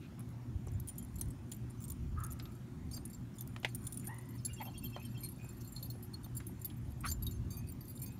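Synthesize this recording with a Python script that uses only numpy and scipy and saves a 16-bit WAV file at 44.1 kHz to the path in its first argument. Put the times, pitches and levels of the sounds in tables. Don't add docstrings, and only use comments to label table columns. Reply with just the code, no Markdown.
import sys
import numpy as np
from scipy import signal
from scipy.io import wavfile
from scipy.ndimage import uniform_filter1d

SR = 44100
rng = np.random.default_rng(int(sys.argv[2]) if len(sys.argv) > 2 else 0)


def volts(x):
    e = np.asarray(x, float) / 20
    return 10 ** e


def transcribe(u):
    v = np.clip(np.atleast_2d(u).T, -1, 1)
    q = np.round(v * 32767).astype(np.int16)
    wavfile.write(sys.argv[1], SR, q)


N = 361179

# pitch_hz, level_db (per Hz)
RUMBLE_COLOUR = [(18, -50), (30, -31), (59, -2.5), (91, -4.5), (119, 0), (132, -3.5), (145, -6),
                 (247, -6.5), (291, -12.5), (364, -16.5), (390, -27.5), (500, -45), (650, -75),
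                 (1100, -120)]
# pitch_hz, level_db (per Hz)
AIR_COLOUR = [(220, -5.5), (380, -5.5), (411, -10), (480, -9), (923, -10.5), (4520, -25.5), (4880, -25.5),
              (7210, -25), (7910, -30.5), (9390, -26), (10300, -34.5), (11300, -28.5), (15700, -33)]
# time_s, level_db
WIND = [(0, -60.5), (0.45, -51), (0.57, -48), (0.66, -50), (0.75, -44), (0.95, -53), (1.3, -47.5),
        (1.7, -56), (2.15, -43), (2.65, -57.5), (3.0, -47), (3.15, -58.5), (6.4, -53.5), (7.05, -43),
        (7.6, -46), (7.8, -55.5), (8.19, -54)]
# pitch_hz, level_db
HUM_TONES = [(120, -48.5), (240, -61), (360, -66)]
# start_s, length_s, pitch_hz, level_db
WIND_POPS = [
    (.475, .03, 111, -39),
    (0.543, 0.037, 81, -30.5),
    (0.714, 0.027, 100, -36.5),
    (0.736, 0.039, 101, -29),
]
# start_s, level_db, pitch_factor
SONG_SYLLABLES = [
    (4.477, -60.5, 0.9),
    (4.561, -61.5, 1.035),
    (4.645, -62, 1.01),
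    (4.735, -61, 1.04),
    (4.823, -58, 1.01),
    (4.922, -59, 1.),
    (5.02, -63.5, 0.99),
    (5.143, -63, 1.01),
]
# delay_s, length_s, start_pitch_hz, end_pitch_hz, level_db
SYLLABLE_NOTES = [
    (0., 0.032, 2675, 2653, 3),
    (0.016, 0.039, 3210, 3130, 5.5),
    (0.03, 0.017, 4220, 4340, -4),
    (.05, .014, 4010, 4270, -2),
]
# start_s, length_s, start_pitch_hz, end_pitch_hz, level_db
FAR_WHISTLES = [
    (3.331, 0.043, 6300, 4870, -71.5),
    (4.38, 0.033, 5800, 5000, -64),
    (4.956, 0.12, 2390, 2640, -62.5),
    (5.219, 0.046, 2320, 2320, -64),
    (5.364, 0.17, 2390, 2546, -67),
    (7.458, 0.28, 2250, 2570, -71.5),
    (7.96, 0.23, 2200, 2580, -72),
]
# time_s, level_db, pitch_hz
WHINE_PATH = [
    (4.07, -47, 1610),
    (4.085, -63, 1670),
    (4.1, -54, 1870),
    (4.125, -57.5, 1920),
    (4.2, -65, 1970),
    (4.32, -78, 1990),
    (4.37, -60, 1960),
]
# start_s, length_s, level_db, lower_resonance_hz, upper_resonance_hz
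NOSE_PUFFS = [
    (0., 0.086, -71, 2460, 3400),
    (4.024, 0.047, -71, 2100, 1700),
    (4.597, 0.035, -50, 810, 2000),
    (4.639, 0.069, -63, 750, 790),
    (5.603, 0.023, -70, 6000, 6270),
    (7.034, 0.036, -46.5, 1270, 1980),
    (7.038, 0.06, -57, 1500, 3150),
    (0.17, .05, -70, 1200, 2200),
]
# start_s, peak_db, body_hz, fade_s (by 60 dB), brightness_db
KNOCK_EVENTS = [(0.672, -42, 420, 0.05, -20), (0.683, -49, 5800, .01, -9), (1.213, -48, 4000, .03, -8),
                (1.518, -47, 3400, 0.044, -6), (2.398, -45, 3800, 0.016, 1.5), (2.455, -49, 3570, 0.017, 1),
                (2.976, -53, 1360, 0.024, -5), (3.563, -42, 1190, 0.015, 5), (3.631, -44.5, 540, 0.03, 2.5),
                (3.647, -20, 2080, 0.022, -23), (4.964, -34, 764, 0.0073, -19),
                (6.402, -47, 1440, 0.038, -8), (6.7, -49, 3200, 0.039, -18), (7.114, -41, 4300, 0.04, -8),
                (5.443, -51, 500, 0.035, -11), (5.953, -48, 450, .02, -20), (6.262, -52, 720, .02, -15),
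                (6.495, -54, 630, .03, -25), (0.897, -55, 2500, .012, -14)]
# pitch_hz, pitch_scatter_hz, level_db
FIRST_MODES = [(3410, 122, -15), (4290, 140, -17), (7090, 170, -5), (9250, 120, -2.5), (9730, 25, -6.5),
               (11100, 63, -6), (11500, 61, -8), (12800, 563, -12.5), (14660, 396, -12), (15300, 660, -16)]
# pitch_hz, pitch_scatter_hz, level_db
SECOND_MODES = [(3656, 120, -9), (4290, 42, -3.5), (4670, 37, -3), (5430, 49, -11.5), (6340, 46, -3.5),
                (7330, 49, 0), (8720, 33, -6.5), (9350, 70, 0.5), (10900, 70, -0.5), (11570, 50, 0),
                (12900, 75, -1.5), (13600, 80, -1), (14900, 80, -8), (15360, 160, -6)]
# from_s, to_s
SECOND_SPANS = [
    (2.41, 2.6),
    (2.85, 3.0),
    (3.09, 3.2),
    (3.34, 3.37),
    (3.68, 3.72),
    (4.28, 7.0),
    (7.03, 8.2),
]
# time_s, level_db
BRUSH_LEVEL = [(0.0, -71), (0.6, -75), (1.09, -60), (1.8, -62), (2.6, -65), (3.31, -62), (3.99, -43.5),
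               (4.24, -58), (5.84, -55), (6.04, -65), (7.02, -62.5), (7.14, -67), (7.59, -66), (8.19, -57)]
# start_s, length_s, pitch_hz, level_db
SWINGING_TAGS = [(.732, .03, 7150, -62), (.982, .025, 7090, -54), (1.026, .016, 11000, -56),
                 (1.026, .016, 7250, -60), (.985, .05, 3200, -66), (1.776, .04, 6150, -64.5),
                 (2.424, .06, 12900, -62), (2.918, 0.046, 5470, -57), (2.933, 0.093, 8720, -61),
                 (2.93, .07, 10900, -62), (3.384, .036, 3540, -57), (4.459, 0.17, 10700, -65),
                 (5.225, .03, 4980, -60), (5.825, .016, 3680, -56), (5.92, .1, 10900, -64),
                 (6.35, .06, 7330, -60), (6.47, 0.053, 8720, -62), (6.475, .05, 11570, -58),
                 (6.66, 0.093, 10850, -60), (7.084, .03, 6340, -52), (7.225, .1, 12700, -54),
                 (7.329, 0.057, 6340, -62), (7.33, 0.044, 10850, -60), (7.502, 0.1, 4670, -57.5),
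                 (7.505, 0.11, 9420, -58), (7.505, .06, 11570, -57), (7.505, .06, 3700, -66),
                 (7.565, .05, 6340, -60), (7.88, .07, 10850, -58), (8.06, .04, 6340, -62),
                 (7.815, 0.065, 12900, -59), (7.876, 0.066, 4670, -67), (8.128, .05, 12900, -65)]
# start_s, peak_db, high_mode_hz, low_mode_hz, low_modes_db
CARRY = [(0.193, -43.5, 11100, 6660, -31), (0.799, -40, 11900, 6770, -6), (0.873, -37.5, 9730, 6640, -20),
         (0.8858, -31, 9440, 7180, -6), (0.9803, -35, 14130, 7090, -7), (1.1842, -43, 11500, 7800, -7),
         (1.2107, -27.5, 9350, 6160, -13), (1.305, -45, 8250, 7050, -15), (1.516, -36, 9600, 7070, -7),
         (1.8397, -36.5, 8700, 7100, -9), (1.8996, -33, 14000, 7150, -8), (2.2365, -35.5, 11100, 6600, -11),
         (2.2652, -38, 11100, 7900, -13), (2.304, -42.5, 9330, 7100, -6), (2.3202, -34, 11500, 7100, -25),
         (2.912, -43, 11000, 6480, -3), (2.93, -38.5, 12800, 4770, -4), (3.052, -37, 9210, 6890, -19),
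         (3.13, -45.5, 9350, 7370, -3), (3.3833, -39, 9260, 6940, -1), (3.408, -34.5, 13100, 6270, -17),
         (3.475, -38.5, 13700, 7110, -33)]
CARRY_LENGTHS = [0.0145, 0.0058, .012, .015, .015, 0.017, .008, .012, .02, .015, 0.0066, 0.016, .005, 0.012,
                 0.014, .018, 0.049, .008, .02, .02, .02, 0.0056]
# start_s, peak_db, high_mode_hz, low_mode_hz, low_modes_db
DROP = [(3.747, -29, 9250, 6850, -40), (3.8398, -40, 9500, 7990, -14), (3.867, -31, 9140, 3500, -8),
        (3.923, -36, 9200, 7250, -21), (3.972, -31.5, 9840, 7600, -21), (4.043, -45, 11800, 7270, -5),
        (4.0704, -33.5, 9600, 7400, -21), (4.1836, -42, 9500, 4050, -25), (4.449, -27, 11000, 7280, -4.5),
        (4.6262, -43.5, 12600, 7330, -28), (4.6515, -42, 12800, 5500, -12), (4.778, -40, 9220, 6500, -12.5),
        (4.836, -39, 12800, 7300, -20), (5.048, -44, 8640, 5400, -15), (5.2323, -34.5, 9260, 4240, -8),
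        (5.2862, -41, 11500, 7310, -17), (5.645, -48, 13900, 4250, -10), (5.6743, -45, 11000, 7330, -7),
        (5.7614, -38, 10860, 4260, 2), (5.827, -35.5, 11680, 4650, -8), (5.9, -37, 11600, 4290, -8),
        (6.025, -42.5, 13000, 5000, -13)]
DROP_LENGTHS = [.012, .02, .012, .008, .012, .006, .012, .01, .025, .02, .025, 0.014, 0.034, 0.019, 0.029,
                .04, .03, .02, .025, .035, .02, .03]
# start_s, peak_db, high_mode_hz, low_mode_hz, low_modes_db
MEET = [(6.133, -40, 9200, 4320, -4.5), (6.242, -43, 13200, 7280, -5), (6.3653, -33, 9590, 7300, -14),
        (6.466, -38, 11650, 3500, -22), (6.6136, -41, 11600, 7280, -5), (6.646, -30, 11580, 4670, -10.5),
        (7.007, -39.5, 15300, 8600, -31), (7.0606, -35, 11000, 5430, -11), (7.082, -30.5, 13550, 7300, 2),
        (7.1126, -30, 11600, 7200, -4), (7.223, -35, 11500, 7200, -13.5), (7.2654, -32.5, 11500, 3756, -6),
        (7.309, -41.5, 12800, 7160, 2), (7.504, -42.5, 11500, 6370, -7), (7.568, -41, 10900, 6340, -13),
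        (7.685, -44.5, 11460, 4670, -20), (7.807, -44.5, 13000, 4660, -10), (7.881, -43, 10900, 4670, -12),
        (7.974, -45.5, 9450, 4220, -5), (8.017, -35.5, 13600, 7300, -10), (8.06, -43, 15450, 6460, -8.5)]
MEET_LENGTHS = [0.015, .02, 0.018, .015, 0.019, .015, .008, .018, 0.023, 0.0152, .015, 0.017, 0.022, .04,
                .025, .02, .012, 0.0305, .005, 0.022, 0.028]
# start_s, peak_db, high_mode_hz, rattle_s
EARLY_LIGHT = [(0.29, -55, 11200, 0.033), (0.669, -49, 11000, .012), (0.717, -52, 14100, .006),
               (0.735, -55, 9300, 0.019), (0.953, -53, 11000, .015), (1.026, -47, 11000, .016),
               (1.047, -42.5, 11000, 0.0052), (1.142, -56, 9400, 0.0043), (1.157, -43, 11100, 0.013),
               (1.255, -54, 11100, .005), (1.283, -50, 11100, .005), (1.494, -54, 9670, 0.0049),
               (1.543, -47, 14400, 0.0085), (1.563, -50, 9250, 0.007), (1.699, -50, 9350, 0.017),
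               (1.804, -46, 9200, 0.022), (1.822, -44, 15300, .012), (1.88, -41, 9350, 0.013),
               (1.917, -37, 9500, .008), (2.189, -53, 11100, .008), (2.2017, -47, 11100, 0.0086),
               (2.39, -49, 9200, 0.0047), (2.424, -50, 12900, 0.026), (2.52, -53, 11000, .02),
               (2.549, -55.5, 11600, 0.016), (3.078, -47, 9730, 0.0042), (3.098, -48, 11100, 0.014),
               (3.354, -55, 8720, .015), (3.599, -50, 14100, .005), (3.688, -50, 11000, .03),
               (3.776, -56, 9200, .02), (3.818, -51, 9200, 0.014), (3.941, -41, 9770, .01),
               (3.996, -42, 9400, .006), (4.052, -42, 11700, 0.017), (4.142, -46, 9500, 0.013),
               (4.21, -52, 12700, .02), (4.255, -53, 9330, .006), (4.288, -50.5, 11500, 0.021)]
# start_s, peak_db, high_mode_hz, rattle_s
LATE_LIGHT = [(4.351, -53, 13000, .03), (4.5305, -44, 10800, .02), (4.612, -49, 12800, .012),
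              (4.899, -48.5, 11600, 0.0093), (4.995, -53, 12900, 0.018), (5.024, -50, 11600, 0.0092),
              (5.113, -59, 11400, 0.022), (5.177, -51, 11000, 0.017), (5.205, -46, 9220, .02),
              (5.443, -50, 13100, 0.013), (5.488, -44.5, 10900, 0.023), (5.567, -55, 11600, 0.017),
              (5.609, -50, 13000, 0.027), (5.72, -45, 10900, 0.036), (6.233, -53, 9350, 0.0068),
              (6.35, -47, 11000, .014), (6.594, -56, 9500, 0.013), (6.765, -55, 11500, 0.019),
              (6.904, -56.5, 9250, 0.0114), (6.917, -52, 11500, 0.0081), (7.049, -44, 10900, 0.011),
              (7.67, -51, 9510, .01), (7.718, -43, 15150, .006), (7.853, -50, 11600, 0.022),
              (7.951, -47.5, 11000, .02), (7.99, -46, 11500, .015), (8.034, -42, 12900, 0.013),
              (8.118, -53, 11700, .02)]


def evened(x):
    return x / np.sqrt(np.mean(x ** 2) + 1e-20)


def add(mix, start_s, sound):
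    part = mix[round(start_s * SR):][:len(sound)]
    part += sound[:len(part)]


def seconds(length_s):
    return np.arange(round(length_s * SR)) / SR


def curves(rows):
    s, *columns = np.transpose(rows)
    t = np.arange(s[0], s[-1], 1 / SR)
    return s[0], [np.interp(t, s, column) for column in columns]


def resonate(x, hz, width_hz):
    turn = np.exp(2j * np.pi * np.cumsum(hz * np.ones(len(x))) / SR)
    r = np.exp(-np.pi * width_hz / SR)
    return 2 * (turn * signal.lfilter([1 - r], [1, -r], x / turn)).real


def resonate_twice(x, hz, width_hz, second_hz, second_width_hz):
    return resonate(resonate(x, hz, width_hz), second_hz, second_width_hz)


def noise(colour, patchy_db):
    hz = np.fft.rfftfreq(2048, 1 / SR)
    real, imaginary, patches = rng.standard_normal((N // 512 + 5, 1025, 3)).T
    patches = uniform_filter1d(patches, size=16, axis=0)
    patches = evened(uniform_filter1d(patches, size=8, axis=1))
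    points_hz, db = np.transpose(colour)
    colour_db = np.interp(np.log(hz + 1), np.log(points_hz), db, left=-90, right=-90)
    spectra = (real + 1j * imaginary) * volts(colour_db[:, None] + patchy_db * patches)
    return evened(signal.istft(spectra, nperseg=2048, noverlap=1536)[1][:N])


def town():
    t = np.arange(N) / SR
    wind_db = np.interp(t, *np.transpose(WIND))
    rumble = noise(RUMBLE_COLOUR, patchy_db=2.0)
    wind = signal.sosfiltfilt(signal.butter(3, 100, fs=SR, output="sos"), rumble)
    swell_db = 0.15 * (wind_db - wind_db.mean())
    sound = volts(-50.5 + swell_db) * evened(rumble - wind) + volts(wind_db) * evened(wind)
    for hz, db in HUM_TONES:
        fuzz = evened(resonate_twice(rng.standard_normal(N), hz, 13.5, hz, 17.0))
        sound += volts(db) * (0.64 * np.sin(2 * np.pi * hz * t) + 0.66 * fuzz)
    return sound + volts(-64.0) * noise(AIR_COLOUR, patchy_db=2.0)


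def wind_pops():
    out = np.zeros(N)
    for start_s, length_s, hz, db in WIND_POPS:
        t = seconds(length_s)
        add(out, start_s, volts(db) * np.sin(2 * np.pi * hz * t) * np.hanning(len(t)))
    return out


def bird_note(length_s, hz, end_hz, octave_db, flutter_db, waver_share):
    size = round(length_s * SR)
    wobble, waver = (evened(uniform_filter1d(v, size=120)) for v in rng.standard_normal((2, size)))
    glide = end_hz + (hz - end_hz) * np.linspace(1, 0, size) ** 2
    turns = 2 * np.pi * np.cumsum(glide * (1 + waver_share * waver)) / SR
    voice = np.sin(turns) + volts(octave_db) * np.sin(2 * turns)
    return voice * volts(flutter_db * wobble) * signal.windows.tukey(size, .6)


def birds():
    out = np.zeros(N)
    for start_s, db, pitch in SONG_SYLLABLES:
        for delay_s, length_s, hz, end_hz, note_db in SYLLABLE_NOTES:
            octave_db = -23 if delay_s else -9.5
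            tilt_db = -90. * (1 - pitch) * (hz > 4000)
            sound = bird_note(length_s, pitch * hz, pitch * end_hz, octave_db, flutter_db=2., waver_share=0.012)
            add(out, start_s + delay_s, volts(db + note_db + tilt_db) * sound)
    for start_s, length_s, hz, end_hz, db in FAR_WHISTLES:
        sound = bird_note(length_s, hz, end_hz, -43.0, flutter_db=5.5, waver_share=0.0056)
        add(out, start_s, volts(db) * sound)
    echo = rng.standard_normal(8000) * volts(-60 * np.arange(8000) / SR / 0.7)
    return out + volts(-12.0) * signal.oaconvolve(out, echo / np.linalg.norm(echo))[:N]


def far_bark():
    out = np.zeros(N)
    at_s = np.cumsum([2.155, 0.025, 0.057, 0.079, 0.14, 0.18])
    level_db = -50. + np.array([-27, 0, 0, -16.5, -16.5, -27])
    start_s, (db, hz) = curves(np.transpose([at_s, level_db, np.linspace(1230, 1300, len(at_s))]))
    breath = rng.standard_normal(len(hz))
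    throat = evened(resonate_twice(breath, hz, 130, hz, 200))
    mouth = evened(resonate_twice(breath, 1.28 * hz, 180, 1.26 * hz, 220))
    voice = evened(throat + volts(-10.0) * mouth)
    add(out, start_s, volts(db) * voice * signal.windows.tukey(len(hz), .05))
    return out


def whine():
    out = np.zeros(N)
    start_s, (db, hz) = curves(WHINE_PATH)
    voice = np.zeros(len(hz))
    for k, fold_db in ((1, 0.0), (2, 0.0), (3, -16.5)):
        breath = rng.standard_normal(len(hz))
        voice += volts(fold_db) * evened(resonate_twice(breath, k * hz / 2, 150, k * hz / 2, 190))
    add(out, start_s, volts(db) * voice * signal.windows.tukey(len(hz), .08))
    return out


def snorts():
    out = np.zeros(N)
    for start_s, length_s, db, low_hz, high_hz in NOSE_PUFFS:
        t = seconds(2 * length_s) / length_s
        puff = np.minimum(t / 0.34, 1) * volts(-40. * np.maximum(t - .7, 0))
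        air = rng.standard_normal(len(t)) * puff
        low, high = (evened(resonate_twice(air, hz, 0.33 * hz, hz, 0.47 * hz)) for hz in (low_hz, high_hz))
        add(out, start_s, volts(db) * (low + volts(-6.5) * high))
    return out


def knocks():
    out, t = np.zeros(N), np.arange(4500) / SR
    for start_s, peak_db, hz, fade_s, bright_db in KNOCK_EVENTS:
        fade = volts(-60 * t / max(fade_s, .008)) + volts(-13.0 - 60 * t / 0.099)
        burst = rng.standard_normal(len(t)) * fade * np.minimum(t / 0.00032, 1)
        body = resonate_twice(burst, hz, min(800, 0.7 * hz), hz, min(3600, 1.7 * hz))
        crack = resonate_twice(burst, 2370, 2800, 2050, 3100)
        thud = resonate_twice(burst, 710, 450, 820, 560)
        for db, part in ((0, body), (bright_db, crack), (-12., thud)):
            add(out, start_s, volts(peak_db + db) * part / abs(part).max())
    return out


def second_heard(s):
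    return np.any([(a < s) & (s < b) for a, b in SECOND_SPANS], axis=0)


def brushing(per_s, spread_db):
    out, t = np.zeros(N), np.arange(N) / SR
    second = second_heard(t)
    for modes, near in ((FIRST_MODES, ~second), (SECOND_MODES, second)):
        for hz, _, db in modes:
            at = rng.integers(0, N, round(per_s * N / SR))
            touches = np.zeros(N)
            touches[at] = near[at] * volts(spread_db * np.minimum(rng.exponential(1, len(at)), 3))
            pole = np.exp((2j * hz - 45.) * np.pi / SR)
            out += volts(db) * signal.lfilter([0, pole.imag], [1, -2 * pole.real, abs(pole) ** 2], touches)
    return evened(out) * volts(np.interp(t, *np.transpose(BRUSH_LEVEL)) - 15.5)


def free_rings():
    out = np.zeros(N)
    for start_s, length_s, hz, db in SWINGING_TAGS:
        t = seconds(length_s)
        tone = np.sin(2 * np.pi * hz * t) + .4 * np.cos(2 * np.pi * hz * 1.004 * t)
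        add(out, start_s, volts(db - 8.2 * t / length_s) * tone * signal.windows.tukey(len(t), .15))
    return out


def contact_pushes(level_db, luck, size, length_s, rattle_db):
    when = rng.random(8) * (np.arange(8) > 0)
    later = when > 0
    force = volts(np.where(later, rattle_db - 7 * when, 0))
    turn = np.exp(3j * luck) * np.where(later[:, None], rng.standard_normal((8, len(level_db))), 1)
    pushes = np.zeros((len(level_db), size), complex)
    pushes[:, (when * length_s * SR).astype(int)] = (force[:, None] * turn * volts(level_db)).T
    pushes[:, 1:] = uniform_filter1d(pushes[:, 1:], size=130, axis=1, mode="constant")
    return pushes


def strike(row, gap_s, modes, spread_db, lead_db, rattle_db, tick_db, scrape_db, width_hz, rough, rise_s,
           linger_db):
    _, peak_db, high_hz, low_hz, low_db, rattle_s = row
    hz, spread_hz, db = np.transpose(modes)
    level_luck, fade_luck = rng.standard_normal((2, len(hz)))
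    pitch_luck = rng.standard_normal((8, len(hz)))
    tune_luck = level_luck if len(hz) == 0 else rng.standard_normal(len(hz))
    length_s = np.clip(rattle_s, .003, .06)
    t = seconds(min(gap_s, .04) + .025 + 2.2 * length_s)
    level_db = np.minimum(db + spread_db * level_luck, lead_db - 2.5)
    ring_hz = hz + 0.703 * spread_hz * tune_luck
    for lead_hz in (high_hz, low_hz):
        nearest = np.argmin(abs(hz - lead_hz))
        level_db[nearest], ring_hz[nearest] = lead_db, lead_hz
    level_db += (low_db + 3.0) * (hz < 8000)

    pushes = contact_pushes(level_db, pitch_luck, len(t), length_s, rattle_db)
    fades = np.exp(-np.pi * width_hz * np.exp(0.64 * fade_luck) * np.sqrt(0.083 / length_s) / SR)
    swing = np.array([signal.lfilter([1], [1, -r], push) for r, push in zip(fades, pushes)])
    edge = rng.standard_normal(len(t))
    shake = evened(uniform_filter1d(edge, size=40, mode="wrap"))
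    chatter = np.array([np.roll(shake, 97 * k) for k in range(len(hz))])
    swing = swing * (1 - rough + rough * chatter)
    after = np.exp(-np.maximum(t - length_s, 0) / (.007 + .35 * length_s))

    escapes = (abs(hz - 11000) < 200)[:, None]
    lingering = escapes * volts(linger_db + level_db[:, None] - 60 * t / 0.52)
    lingering = lingering * np.clip((min(gap_s, t[-1]) - t) / 0.006, 0, 1)
    ring = ((swing * after + lingering) * np.exp(2j * np.pi * ring_hz[:, None] * t)).imag.sum(0)
    motion = abs(swing).mean(0)
    grit = volts(tick_db) * np.exp(-t / 0.001) + volts(scrape_db) * motion / motion.max() * after
    bright = signal.butter(2, 6300, "high", fs=SR, output="sos")
    sound = ring / abs(ring).max() + signal.sosfilt(bright, edge) * grit / 3
    sound = sound * np.minimum(t / (rise_s * np.exp(fade_luck[0] / 2)), 1)
    return volts(peak_db) * sound / abs(sound).max()


def tags(strikes, modes, **metal):
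    out = np.zeros(N)
    gaps_s = np.diff(strikes[:, 0], append=N / SR)
    for row, gap_s in zip(strikes, gaps_s):
        add(out, row[0], strike(row, gap_s, modes, **metal))
    return out


def collars():
    firm = zip(CARRY + DROP + MEET, CARRY_LENGTHS + DROP_LENGTHS + MEET_LENGTHS)
    strikes = [(*row, rattle_s) for row, rattle_s in firm]
    for *row, rattle_s in EARLY_LIGHT + LATE_LIGHT:
        strikes.append((*row, 7300, -11.5, rattle_s))
    strikes = np.array(sorted(strikes))
    second = second_heard(strikes[:, 0])
    sound = tags(strikes[~second], FIRST_MODES, spread_db=4.5, lead_db=6.0, rattle_db=-5.0, tick_db=3.0,
                 scrape_db=-3.0, width_hz=77.0, rough=.4, rise_s=0.0024, linger_db=-40.0)
    sound += tags(strikes[second], SECOND_MODES, spread_db=6.0, lead_db=11.0, rattle_db=-7.5, tick_db=-1.0,
                  scrape_db=-11.0, width_hz=28., rough=.15, rise_s=0.0037, linger_db=-30.0)
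    sound += free_rings() + brushing(per_s=60., spread_db=5.0)
    t = np.arange(SR // 8) / SR
    lawn = rng.standard_normal(len(t)) * volts(-60 * t / 0.14)
    return sound + volts(-15.5) * signal.oaconvolve(sound, lawn / np.linalg.norm(lawn))[:N]


def scene():
    background = town() + wind_pops() + birds() + far_bark()
    return (background + whine() + snorts() + knocks() + collars())[None]


def band_limit(x):
    return signal.sosfilt(signal.butter(12, 16660, fs=SR, output="sos"), x)


def record(dry):
    edge_hz = [0, 15650, 15900, 16500, 16700, SR / 2]
    edge = signal.firwin2(401, edge_hz, [1, 1, .08, .05, 0, 0], fs=SR)
    mix = signal.oaconvolve(dry, edge[None], "same")
    return band_limit(mix)


dry = scene()
out = record(dry)
transcribe(out)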